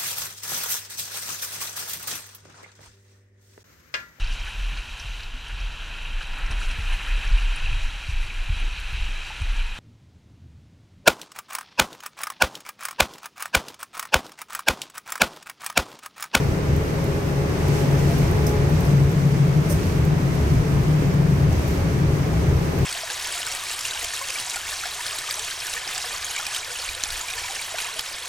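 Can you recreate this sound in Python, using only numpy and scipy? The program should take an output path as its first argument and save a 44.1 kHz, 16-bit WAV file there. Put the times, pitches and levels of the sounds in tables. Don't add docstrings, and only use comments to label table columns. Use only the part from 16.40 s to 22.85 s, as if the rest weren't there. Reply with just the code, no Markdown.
import sys
import numpy as np
from scipy import signal
from scipy.fft import rfft, irfft, next_fast_len
from scipy.io import wavfile
from scipy.ndimage import uniform_filter1d

SR = 44100
rng = np.random.default_rng(int(sys.argv[2]) if len(sys.argv) > 2 else 0)


def unload_wav(signal):
    wavfile.write(
        sys.argv[1],
        SR,
        np.round(np.clip(np.atleast_2d(signal).T, -1, 1) * 32767).astype(np.int16),
    )


def ratio_of_db(decibels):
    return 10 ** (np.asarray(decibels, float) / 20)


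N = 284445
TIME = np.arange(N) / SR
LENGTH = next_fast_len(N, real=True)
HZ = np.fft.rfftfreq(LENGTH, 1 / SR) + 1e-3
PORTS = np.array([[1], [-1]])

# (t/s, length/s, level/dB rms, f/Hz)
SURGES = [(0.03, 0.05, -23.5, 138), (0.297, 0.062, -21.5, 141), (0.617, 0.13, -27, 136.9),
          (0.953, 0.054, -22.5, 138), (1.255, 0.069, -20, 143), (1.43, 0.45, -20, 139.5),
          (1.996, 0.082, -21.5, 149.3), (2.201, 0.1, -22, 140.5), (2.338, 0.051, -21, 152.2),
          (2.504, 0.16, -16.5, 139.6), (2.76, 0.16, -18, 141.3), (2.987, 0.061, -16, 140.6),
          (3.094, 0.043, -19.5, 136.5), (3.18, 0.031, -16.5, 148.9), (3.321, 0.034, -21, 149.8),
          (3.54, .1, -21.5, 147.4), (3.678, 0.075, -18, 149), (3.856, 0.15, -19, 139.3),
          (4.122, 0.041, -18.5, 142), (4.302, 0.16, -21.5, 140.9), (4.497, 0.095, -20.5, 153.3),
          (4.665, .12, -18.5, 148.5), (4.803, 0.052, -18, 141), (4.888, 0.048, -17.5, 141.6),
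          (4.994, 0.084, -18.5, 143), (5.457, 0.15, -21, 140), (5.634, 0.2, -23, 141.7),
          (5.896, .1, -23.5, 168), (6.079, 0.12, -21.5, 134.3), (6.399, 0.045, -16.5, 138.6)]
REST_DB, REST_HZ = -30, 143
# (t/s, level/dB re full pull)
TORQUE = [(0.0, -4), (1.1, -5), (1.35, -2.5), (1.65, -4), (1.85, -5.5), (2.1, -1), (2.25, -2.5), (2.5, -9),
          (4.2, -13.5), (5.0, -11.5), (6.45, -4)]


def unit(x):
    return x / np.sqrt(np.mean(x ** 2))


def wave(spectrum):
    return irfft(spectrum, LENGTH)[..., :N]


def along(table):
    hz, value = np.transpose(table)
    return np.interp(np.log(HZ), np.log(hz), value)


def in_time(table):
    return np.interp(TIME, *np.transpose(table))


def walk(rate):
    k = int(SR / rate)
    held = np.repeat(rng.standard_normal(N // k + 1), k)
    return 1.25 * uniform_filter1d(uniform_filter1d(held, k), k)[:N]


def swells(rows, rise_s, fall_s):
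    s, length, db = (c[:, None] for c in np.transpose(rows)[:3])
    early = np.clip(s - TIME, 0, None) / rise_s
    late = np.clip(TIME - s - length, 0, None) / fall_s
    return ratio_of_db(db) * np.exp(-early ** 2 - late ** 2)


def over(rest_db, envelopes):
    return 10 * np.log10(ratio_of_db(rest_db) ** 2 + envelopes.max(0) ** 2)


def resonance(hz, width_hz):
    return 1 / (1 + 1j * (HZ ** 2 - hz ** 2) / (HZ * width_hz))


def field():
    # (f/Hz, likeness -1..1)
    likeness = [(60, 1), (170, 0.96), (300, 0.69), (600, 0.44), (800, -0.095), (1200, -0.09), (1450, -0.24),
                (2000, -0.026), (2300, 0.16), (3500, -0.11), (7300, 0.17), (7700, 1), (9600, 0.78),
                (9900, 1), (15000, 0.79)]
    # (f/Hz, left minus right/dB)
    balance = [(50, -1.7), (140, 3), (300, 0.7), (500, -0.5), (800, 5), (1300, -0.7), (3500, 0.5),
               (5900, -9.5), (7400, -6.5), (9000, -9), (10500, -2)]
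    alike = np.clip(along(likeness), -.999, .999)
    mid, side = rfft(rng.standard_normal((2, LENGTH)))
    both = np.sqrt(1 + alike) * mid + PORTS * np.sqrt(1 - alike) * side
    return both * ratio_of_db(PORTS * along(balance) / 2)


def steady(x, share, span_s=0.043):
    power = uniform_filter1d(unit(x.mean(0)) ** 2, int(span_s * SR))
    return x / np.sqrt(power + 0.051) ** np.clip(share, 0, 1)


def rung(modes, share):
    noise = field()
    out = 0
    for hz, width_hz, db in modes:
        ring = unit(wave(noise * resonance(hz, width_hz) ** 2))
        out = out + ratio_of_db(db) * steady(ring, share)
    return out


def road_roughness():
    # (t/s, level/dB re average)
    roughness = [(0.0, 2.5), (0.06, 0), (1.0, 0.1), (1.27, 2.5), (2.3, 1.6), (2.5, 1.5), (2.7, -0.3),
                 (3.3, 0.36), (4.5, 0.5), (4.95, -0.2), (5.2, 0.5), (6.1, 0.6), (6.32, 0.5), (6.45, 1.2)]
    return in_time(roughness)


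def floor_shake():
    # (t/s, length/s, level/dB)
    ruts = [(0.058, 0.044, -24), (0.321, 0.037, -22), (1.24, 0.047, -23), (1.559, 0.099, -27),
            (1.684, 0.056, -26), (1.768, 0.174, -21.5), (2.015, 0.067, -21), (2.141, 0.046, -23.5),
            (2.251, 0.164, -24.5), (2.445, 0.052, -23), (2.633, 0.05, -24), (3.336, 0.2, -23.5),
            (3.583, 0.042, -22.5), (3.805, 0.069, -25.5), (4.037, 0.16, -18.5), (4.362, 0.049, -22),
            (4.656, 0.047, -29), (4.957, 0.05, -24), (5.097, 0.13, -19), (5.272, 0.092, -24.5),
            (5.381, 0.034, -23), (5.507, 0.041, -23.5), (5.674, 0.06, -22.5), (5.911, 0.034, -21.5),
            (5.977, 0.191, -20.5), (6.41, 0.027, -21)]
    return over(-28, swells(ruts, rise_s=0.038, fall_s=0.047))


def tyre_hiss(road_db):
    # (t/s, length/s, level/dB over the dry hiss)
    slush = [
        (0.0, 0.018, -17),
        (1.3, 0.073, -2),
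        (1.6, 0.21, -2),
        (2.36, 0.13, -3),
        (2.72, 0.22, -6.5),
        (3.27, 0.22, -3.5),
        (3.95, .15, -8),
        (5.12, 0.18, -4),
        (6.4, 0.059, -5),
    ]
    return road_db + over(0.1, swells(slush, rise_s=0.04, fall_s=0.11))


def broadband(shake_db, boom_db, roar_db, hiss_db):
    # (f/Hz, level/dB per Hz)
    noise_colour = [(15, -47), (25, -35), (35, -24), (50, -27), (65, -7.5), (107, -5.5), (145, -6), (210, -15),
                    (350, -14), (415, -14.5), (507, -21.5), (556, -22), (592, -23), (1000, -25.5),
                    (1350, -28.5), (2200, -31), (2800, -35.5), (3500, -39), (4800, -40.5), (6400, -42), (7300, -47),
           (8900, -47.5), (9900, -51.5), (12500, -48.5), (14500, -53), (15600, -54.5)]
    spectrum = field() * ratio_of_db(along(noise_colour))
    centres = 25 * 2 ** np.arange(0, 9.6, .5)
    swing = np.array([c - c.mean() for c in (shake_db, boom_db, roar_db, hiss_db)])
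    spray = walk(9) + 0.83 * walk(22.25)
    out = 0
    for hz in centres:
        place = np.interp(np.log(hz), np.log([90, 140, 220, 1800, 5000]), [0, 1, 2, 2, 3])
        share = np.clip(1 - abs(place - np.arange(4)), 0, 1)
        mask = np.cos(np.pi * np.clip(np.log2(HZ / hz), -.5, .5)) ** 2
        db = share @ swing + 0.23 * walk(7) + .5 * spray * np.clip(hz / 9000, 0, 1)
        out = out + ratio_of_db(db) * steady(wave(spectrum * mask), 1.07 * (hz < 220))
    return ratio_of_db(-23.0) * unit(out)


def cabin_modes(shake_db, boom_db):
    # (f/Hz, width/Hz, level/dB)
    modes = [
        (72.3, 37, -3),
        (163.4, 31.4, -3.5),
    ]
    unloaded_db = -0.37 * in_time(TORQUE)
    cabin_db = uniform_filter1d(boom_db, SR // 2) + unloaded_db - 6.5
    return ratio_of_db(shake_db) * rung(modes[:1], 0.88) + ratio_of_db(cabin_db) * rung(modes[1:], 0.41)


def panels(road_db):
    # (f/Hz, width/Hz, level/dB rms)
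    modes = [
        (35, 8.1, -39),
        (310, 46, -42),
        (380.2, 7.4, -43.5),
        (639, 14, -49),
        (432.5, 6.1, -43),
    ]
    return ratio_of_db(road_db) * rung(modes, 0.44)


def gears():
    # (multiple, level/dB, left minus right/dB, left lead/rad)
    main_orders = [
        (3, -3, -1, 0.75),
        (4, -0.5, 3, 0.058),
        (6, -2.5, -4, -1.3),
    ]
    # (multiple, level/dB, left minus right/dB, left lead/rad)
    side_orders = [
        (2, -5.5, 4, -0.018),
        (3.5, -4, 2, 0.56),
        (4.5, -11.5, -4, 0.54),
        (5, -14, 0, .3),
    ]
    # (level/dB at full pull, dB of level per dB of torque)
    loading = [
        (-29, 1.65),
        (-39, 0.74),
        (-42, 1),
    ]
    # (t/s, length/s, level/dB over usual)
    singing = [
        [(0.1, 0.4, -5), (0.6, 0.55, 0.5), (1.3, 0.48, -3), (2.0, 0.2, 4)],
        [(0.2, 1, -4), (1.25, .55, -4), (2.28, 0.083, -1)],
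        [(1.28, 0.33, 5.5), (2.0, 0.16, 6)],
    ]
    lift_s = 2.27
    pull, coast = np.minimum(TIME, lift_s), np.clip(TIME - lift_s, 0, None)
    mesh_hz = 135.4 + 2.2 * pull - 1.2 * coast
    torque_db = in_time(TORQUE)
    levels = []
    for (db, follow), rows in zip(loading, singing):
        song_db = over(0, swells(rows, rise_s=0.057, fall_s=.05))
        levels.append(db + follow * torque_db + song_db)
    levels += [levels[1]] * len(side_orders)
    turn = 2 * np.pi * np.cumsum(mesh_hz + 0.342 * walk(8)) / SR
    out = 0
    for level_db, (multiple, db, lean_db, lead) in zip(levels, main_orders + side_orders):
        gain = np.sqrt(2) * ratio_of_db(level_db + db + walk(11) + PORTS / 2 * lean_db)
        start = 2 * np.pi * rng.random()
        out = out + gain * np.sin(multiple * turn + PORTS / 2 * lead + start)
    return out


def drone(surges):
    pull_hz = np.transpose(SURGES)[3] @ surges
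    hz = (ratio_of_db(REST_DB) * REST_HZ + pull_hz) / (ratio_of_db(REST_DB) + surges.sum(0))
    turn = 2 * np.pi * np.cumsum(hz + 1.802 * walk(23)) / SR
    level_db = over(REST_DB, surges) - 2.5 + 0.76 * walk(25) + 3.3 * PORTS / 2
    return np.sqrt(2) * ratio_of_db(level_db) * np.sin(turn - 0.09 * PORTS / 2)


def burst(s, t60, hold, rise):
    place = slice(int(s * SR), int(s * SR) + SR // 3)
    age = TIME[place] - s
    decay = 1000. ** (-np.clip(age - hold, 0, None) / t60)
    return place, np.clip(age / rise, 0, 1) * decay


def fittings():
    # (t/s, peak level/dB, lower band re upper/dB)
    ticks = [(0.3611, -29, -5), (0.6401, -31, -12), (1.2797, -27, -8), (1.5898, -34, -1), (1.708, -31, -13),
             (1.783, -30, -16), (1.9094, -26, -23), (2.2945, -29, -14), (2.405, -27, -6),
             (2.4467, -29, -22), (2.6937, -43.5, 10), (2.7146, -30, -8), (3.4312, -31, -5),
             (3.649, -30, -5), (3.949, -32, -4), (4.3194, -37, 0), (4.4315, -34, -19), (4.7381, -34, -6),
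             (5.125, -31, -2), (5.2784, -28, -17), (5.3086, -34, -7), (5.7539, -39, -6), (6.3859, -28, -5),
             (6.4187, -39, -10)]
    # (t/s, level/dB, t60/s, chatter/s, rise/s, snap of first contact)
    clinks = [
        (2.0665, -38.5, 0.22, 0.016, 0.0006, 2.0),
        (3.286, -37.5, 0.17, 0.036, 0.012, 0.1),
    ]
    # (f/Hz, width/Hz, level/dB)
    clink_modes = [
        [(5250, 200, -4.5), (5950, 1370, 2.5), (8640, 1600, -3.5), (13000, 1100, -4), (11500, 6100, 2)],
        [(5880, 2500, 3.5), (8890, 790, 0), (8630, 1190, -1), (11700, 3600, 5), (14300, 2600, -1)],
    ]
    noise, out = field(), np.zeros((2, N))
    upper = unit(wave(noise * resonance(12300, 7000) ** 2))
    lower = unit(wave(noise * resonance(6400, 4800) ** 2))
    for s, db, rel_db in ticks:
        place, shape = burst(s, t60=.028, hold=0.004, rise=0.00082)
        metal = upper[:, place] + ratio_of_db(rel_db + 5) * lower[:, place]
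        out[:, place] += ratio_of_db(db - 12.5) * shape * metal
    for (s, db, *timing, snap), modes in zip(clinks, clink_modes):
        place, shape = burst(s, *timing)
        response = 0
        for hz, width_hz, mode_db in modes:
            mode = resonance(hz, width_hz) ** 2
            response = response + ratio_of_db(mode_db) * mode / np.sqrt(2 * np.mean(abs(mode) ** 2))
        ring = wave(noise * response)
        shape *= 1 + snap * np.exp(-np.arange(len(shape)) / (0.003 * SR))
        out[:, place] += shape * (ratio_of_db(db - 5.0 + 1.8 * walk(200)) * ring)[:, place]
    return out


def knocks():
    # (t/s, level/dB rms, f/Hz, width/Hz)
    twists = [
        (1.70, -33.5, 680, 51),
        (1.38, -40, 670, 45),
        (3.3, -34, 580, 87),
        (2.5, -28, 195, 21),
        (6.1, -34, 195, 25),
        (1.72, -29, 170, 30),
        (5.92, -41, 660, 40),
        (4.12, -30.5, 270, 50),
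        (4.62, -32, 275, 57),
    ]
    rings = swells([(s, 1 / width_hz, db) for s, db, hz, width_hz in twists], 0.01, 0.024)
    out = 0
    for ring, (_, _, hz, _) in zip(rings, twists):
        out = out + np.sqrt(2) * ring * np.sin(2 * np.pi * hz * TIME + 0.4 * PORTS / 2)
    return out


def scene():
    road_db, shake_db = road_roughness(), floor_shake()
    surges = swells(SURGES, rise_s=0.026, fall_s=0.028)
    boom_db = over(-24.0, surges)
    road = broadband(shake_db, boom_db, road_db, tyre_hiss(road_db))
    body = cabin_modes(shake_db, boom_db) + panels(road_db)
    return road + body + gears() + drone(surges) + fittings() + knocks()


def narrowed(x):
    size, open_share = 1024, .36
    lead = size - 567
    patch_bins = np.arange(352, 769, 32)
    frame = dict(window="cosine", nperseg=2 * size, noverlap=size)
    padded = np.pad([x[0] + x[1], x[0] - x[1]], ((0, 0), (lead, 0))) / 2
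    mid, side = signal.stft(padded, **frame)[2]
    frames = mid.shape[1]
    joint = rng.random(frames) > open_share
    for k, (low, high) in enumerate(zip(patch_bins, patch_bins[1:])):
        lean_share, reach = (.85, .4) if k < 3 else (0.27, 1)
        need = uniform_filter1d(rng.standard_normal(frames), size=2)
        leans = need > np.quantile(need, 1 - lean_share)
        angle = leans * np.clip(rng.uniform(-2.2, 1.9, frames) * reach, -1.5, 1.5)
        side[low:high] = np.where(joint, mid[low:high] * np.sin(angle), side[low:high])
        mid[low:high] *= np.where(joint, np.cos(angle), 1)
    mid, side = signal.istft(np.array([mid, side]), **frame)[1][:, lead:lead + N]
    return np.array([mid + side, mid - side])


def band_limit(x):
    return signal.sosfilt(signal.butter(12, 15800, fs=SR, output="sos"), x)


def record(dry):
    rounded = np.tanh(1.1 * dry) / 1.05
    top = signal.ellip(8, .2, 50, 15760, fs=SR, output="sos")
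    mix = narrowed(signal.sosfilt(top, rounded))
    return band_limit(mix)


dry = scene()
out = record(dry)
unload_wav(out)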